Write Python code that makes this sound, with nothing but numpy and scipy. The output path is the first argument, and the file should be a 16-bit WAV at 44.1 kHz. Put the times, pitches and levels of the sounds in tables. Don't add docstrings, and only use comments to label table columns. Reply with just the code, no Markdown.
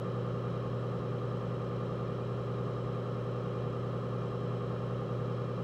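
import sys
import numpy as np
from scipy import signal
from scipy.fft import rfft, irfft, next_fast_len
from scipy.io import wavfile

SR = 44100
rng = np.random.default_rng(int(sys.argv[2]) if len(sys.argv) > 2 else 0)


def to_linear_factor(level_db):
    exponent = np.asarray(level_db, float) / 20
    return 10 ** exponent


def file_out(sig):
    cols = np.atleast_2d(sig).T
    lim = np.clip(cols, -1, 1)
    pcm = np.round(lim * 32767).astype(np.int16)
    wavfile.write(sys.argv[1], SR, pcm)


N = 248283

SHAFT_HZ = 10.3224


def at_hz(points, hz):
    points = np.array(points)
    return np.interp(np.log(hz), np.log(points[:, 0]), points[:, 1])


def drift(rate):
    hop = 100
    pole = np.exp(-2 * np.pi * rate * hop / SR)
    coarse = rng.standard_normal(N // hop + 2002)
    slow = signal.lfilter([1], [1, -2 * pole, pole * pole], coarse)[2000:]
    return np.interp(np.arange(N) / hop, np.arange(len(slow)), slow / slow.std())


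def random_phases(shape):
    return np.exp(2j * np.pi * rng.random(shape))


def shaft_turns():
    lag_at_s, lead_bend, lag_ms = 3.1, .08, .22
    shake_us = 12
    t = np.arange(N) / SR
    lead_ms = lead_bend * (t - lag_at_s) ** 2 - lag_ms
    return SHAFT_HZ * (t + lead_ms / 1000 + shake_us * 1e-6 * drift(3))


def whir(turns, throb_db):
    # (frequency [Hz], level [dB per Hz])
    rubbing = [(30, -95.5), (42, -92.5), (55, -73.5), (100, -77.5), (200, -79), (300, -79), (600, -80),
               (800, -84.5), (1150, -86), (1330, -78), (1480, -89.5), (2300, -96), (3500, -103),
               (4200, -101), (4350, -107)]
    # (frequency [Hz], level [dB per Hz])
    hiss = [(3500, -125), (4400, -108), (5300, -107), (5700, -109), (7000, -113), (7900, -113),
            (8250, -118), (11000, -121), (15500, -126)]
    # (centre [Hz], width [Hz], power added at the centre against the rest [dB])
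    panels = [(124.7, 9, 13), (146, 69, 4), (171.2, 16.4, 15), (375, 13, -3), (404, 20, -16), (504, 11, -9),
              (600, 25, 3), (1096, 87, 7.5), (1195, 17, 3.5), (1720, 48, 4.5), (2410, 44, 7.5),
              (2760, 92, 6), (3096, 210, 7), (3803, 96, 8), (3940, 54, 5.5), (4640, 91, -4.5),
              (5200, 150, -4.5), (7850, 49, 5)]
    size = next_fast_len(N)
    hz = np.maximum(np.arange(size // 2 + 1) * SR / size, 1)
    lift = 1
    for centre, width, db in panels:
        lift = lift + to_linear_factor(2 * db) / (1 + (2 * (hz - centre) / width) ** 2) ** 2
    low_shape = to_linear_factor(at_hz(rubbing, hz)) / (1 + (hz / 4600) ** 30) * np.sqrt(lift)
    high_shape = to_linear_factor(at_hz(hiss, hz)) * np.sqrt(lift)
    spectra = rfft(rng.standard_normal((2, size))) * [low_shape, high_shape]
    low, high = irfft(spectra, size)[:, :N]
    throb = sum(np.cos(2 * np.pi * k * (turns - 0.72)) for k in (4, 12))
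    return np.sqrt(SR / 2) * (low + high * to_linear_factor(throb_db * throb))


def squeaks():
    first_s, gap_s, length_s, squeak_hz = .473, .4233, .014, 14900
    squeak_levels = [-87, -90, -86, -95, -84, -90, -97, -84, -88, -97, -86, -85, -87]
    t, out = np.arange(N) / SR, np.zeros(N)
    for k, db in enumerate(squeak_levels):
        s = first_s + gap_s * k
        near = slice(int((s - .04) * SR), int((s + .04) * SR))
        swell = np.exp(-(2 * (t[near] - s) / length_s) ** 4)
        out[near] += to_linear_factor(db) * swell * np.sin(2 * np.pi * squeak_hz * t[near])
    return out


def grit_ticks():
    # (time [s], peak level [dB])
    ticks = [
        (1.738, -70),
    ]
    out = np.zeros(N)
    for s, db in ticks:
        at = round(s * SR)
        grit = signal.lfilter([.4], [1, -.6], rng.standard_normal(600))
        out[at:at + 600] += to_linear_factor(db) * grit * np.exp(-np.arange(600) / 150.0)
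    return out


def bearings(flutter_db):
    # (frequency [Hz], level [dB rms], wander [Hz])
    thin_tones = [(41.29, -73, .02), (53.02, -60, .05), (85.57, -69, .1), (149.73, -54, .05),
                  (349.69, -69, .1), (570.47, -70, .1), (591.83, -67, .1), (603.15, -70, .1),
                  (920.74, -72, .3), (1039.56, -70, .3), (1159.59, -68, .2), (1157.15, -74, .2),
                  (1366.3, -72, .3), (1426.9, -74, .3), (1436.3, -75, .3), (2413, -81, 1.0), (3800, -86, 2),
                  (4077, -87, 1.5), (4212, -87, 1), (4470, -91, 2), (4531, -90, 1.5), (4920, -93, 2),
                  (5227.7, -80, 1.2), (5238, -93, 1), (5822, -94, 1.5), (5905, -97, 3), (6090, -95, 1.5),
                  (6535, -98, 2), (6654, -98, 1.5), (7440, -101, 2)]
    out = 0
    for hz, db, wander in thin_tones:
        phase = np.cumsum(hz + wander * drift(0.764)) / SR + rng.random()
        out = out + np.sqrt(2) * to_linear_factor(db + flutter_db * drift(3.9)) * np.sin(2 * np.pi * phase)
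    return out


def motor_hum(turns, flutter_db):
    # (hum multiple, added shaft multiple, level [dB rms])
    hum_tones = [
        (1, 0, -38.3),
        (2, 0, -63),
        (3, 0, -74),
        (5, 0, -68),
        (1, 2, -55),
        (1, 3, -59),
        (1, 4, -60),
    ]
    hum_turns = 120.03 * np.arange(N) / SR
    out = 0
    for k, m, db in hum_tones:
        start = (m > 0) * rng.random()
        out = out + to_linear_factor(db) * np.cos(2 * np.pi * (k * hum_turns + m * turns + start))
    return np.sqrt(2) * to_linear_factor(flutter_db * drift(1.6)) * out


def looped(harmonics, turns):
    size = 8192
    cycle = irfft(np.append(0, harmonics), size) * size / np.sqrt(2)
    return np.interp(turns % 1 * size, np.arange(size + 1), np.append(cycle, cycle[0]))


def knock_swell(knocks, length, rest_db):
    share = np.arange(128) / 128
    swell = to_linear_factor(rest_db)
    for at, db in knocks:
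        away = (share - at + .5) % 1 - .5
        swell = swell + to_linear_factor(db) * np.exp(-(2 * away / length) ** 2)
    return swell / np.linalg.norm(swell)


def knocked(level, hz, parts, rest_db):
    masks = np.array([(hz >= low) & (hz < high) for (low, high, _), _ in parts])
    swells = np.array([knock_swell(knocks, length, rest_db) for (_, _, length), knocks in parts])
    draws = level * random_phases((128, 1, len(level)))
    for _ in range(36):
        rough = np.fft.ifft(draws * masks, 128)
        shaped = np.fft.fft(swells * rough / np.abs(rough))[..., :len(level)]
        draws = level * np.exp(1j * np.angle((shaped * masks).sum(axis=1, keepdims=True)))
    fit = (np.abs(rough) * swells).sum(axis=2) / np.linalg.norm(rough, axis=2)
    return draws[np.argmax(fit.sum(axis=1)), 0]


def shaft(turns, wobble_db, belt_db):
    # (frequency [Hz], typical level [dB rms])
    weak_curve = [(40, -90.5), (300, -74.5), (850, -71.5), (950, -75), (1450, -79), (1750, -81),
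                  (2100, -97.5), (2600, -97.5), (2800, -88), (3300, -83), (3550, -100), (4150, -89.5),
                  (4400, -100), (5500, -102), (6600, -108)]
    # (centre [Hz], width [Hz], top level [dB rms])
    body_modes = [(129.1, 14, -56.7), (151.9, 9, -48.2), (180.6, 27, -47.9), (233.0, 58, -56.0),
                  (263.9, 22, -58.6), (314.9, 18, -53.8), (356.5, 12, -51.4), (368.4, 9, -46.8),
                  (406.5, 33, -49.0), (448.9, 13, -56.0), (481.6, 21, -46.7), (521.3, 19, -50.5),
                  (544.8, 40, -55.9), (583.6, 13, -53.2),
                  (616.3, 26, -62.7), (646.9, 21, -64.7), (687.4, 11, -62.6), (741.1, 67, -67.8),
                   (848.0, 19, -66.9), (1036.9, 12, -62.9), (1077.7, 12, -55.9), (1113.6, 33, -63.2),
                   (1156.2, 9, -70.7), (1200.0, 23, -55.2), (1235.0, 10, -57.9), (1265.7, 11, -55.0),
                   (1304.7, 11, -60.8), (1326.0, 12, -65.9),
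                  (2740, 120, -82),
        (3020, 120, -82),
        (3135, 25, -79),
        (3250, 15, -77),
    ]
    # ((lowest [Hz], highest [Hz], length [turns]), [(place [turns], level [dB])])
    frame_knocks = [
        ((120, 170, .2), [(.32, -5), (.62, 0), (.97, -2)]),
        ((170, 285, .1), [(.08, -1), (.22, 0), (.34, -5), (.53, -4), (.75, 0), (.92, 0)]),
        ((285, 340, .25), [(.32, -4), (.52, -3), (.77, 0)]),
        ((340, 440, .14), [(.19, -10), (.37, 0), (.56, -5), (.71, -9), (.94, 0)]),
        ((440, 560, .14), [(.02, -9), (.15, 0), (.67, -1), (.89, -2)]),
        ((560, 700, .085), [(.06, -4), (.17, -2), (.33, 0), (.48, -5), (.62, -4), (.81, -8), (.96, -5)]),
    ]
    # ((lowest [Hz], highest [Hz], length [turns]), [(place [turns], level [dB])])
    shared_knocks = [
        ((140, 230, .15), [(.25, -3), (.51, -3), (.67, -5), (.81, -7), (.96, 0)]),
        ((380, 500, .1), [(.1, -3), (.2, -9), (.31, -4), (.44, -5), (.56, -3), (.71, -2), (.84, 0), (.97, 0)]),
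        ((500, 640, .09), [(.04, -8), (.17, 0), (.24, -3), (.36, -8), (.62, -4), (.73, -5), (.83, -4), (.93, -6)]),
    ]
    # ((lowest [Hz], highest [Hz], length [turns]), [(place [turns], level [dB])])
    shell_knocks = [
        ((1140, 1390, .09), [(.01, -10), (.19, -4), (.31, -9), (.45, -7), (.56, 0), (.69, -5), (.77, -4), (.87, -1)]),
        ((995, 1140, .12), [(.08, -6), (.36, -4), (.48, -8), (.65, 0), (.77, -5), (.93, -5)]),
    ]
    pulse_levels = [-6, -10, -8, -8, 0, 0, -3, -3, -8]
    pulse_band = (995, 1390, .06)
    first_pulse, pulse_gap = .19, .097

    hz = SHAFT_HZ * np.arange(1, 640)
    power = 0
    for centre, width, db in body_modes:
        power = power + to_linear_factor(2 * db) / (1 + (2 * (hz - centre) / width) ** 2) ** 3
    weak = to_linear_factor(at_hz(weak_curve, hz)) * rng.rayleigh(np.sqrt(.5), len(hz))
    level = np.maximum(np.sqrt(power), weak)
    pattern = level * random_phases(len(hz))

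    pulses = [(first_pulse + pulse_gap * k, db) for k, db in enumerate(pulse_levels)]
    low_parts = frame_knocks[:3] + shared_knocks[:1]
    mid_parts = frame_knocks[3:] + shared_knocks[1:]
    shell_parts = shell_knocks + [(pulse_band, pulses)]
    for parts in low_parts, mid_parts, shell_parts:
        lowest = min(part[0][0] for part in parts)
        highest = max(part[0][1] for part in parts)
        band = (hz >= lowest) & (hz < highest)
        pattern[band] = knocked(level[band], hz[band], parts, rest_db=-19)
    out = looped(pattern, turns)

    belt = 2 * np.pi * 1.19 * np.arange(N) / SR
    load_changes = [to_linear_factor(wobble_db) * drift(0.81), to_linear_factor(wobble_db) * drift(0.89)]
    belt_changes = [to_linear_factor(belt_db) * np.sin(belt), to_linear_factor(belt_db) * np.cos(2 * belt)]
    for change in load_changes + belt_changes:
        out = out + change * looped(level * random_phases(len(hz)), turns)
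    return out


def scene():
    turns = shaft_turns()
    noises = whir(turns, throb_db=1.16) + squeaks() + grit_ticks()
    motor = bearings(flutter_db=.8) + motor_hum(turns, flutter_db=.3)
    wheel = shaft(turns, wobble_db=-23, belt_db=-20)
    return (noises + motor + wheel)[None]


def top_cut(x):
    return signal.sosfilt(signal.butter(12, 15740, fs=SR, output="sos"), x)


def record(dry):
    return top_cut(dry)


dry = scene()
out = record(dry)
file_out(out)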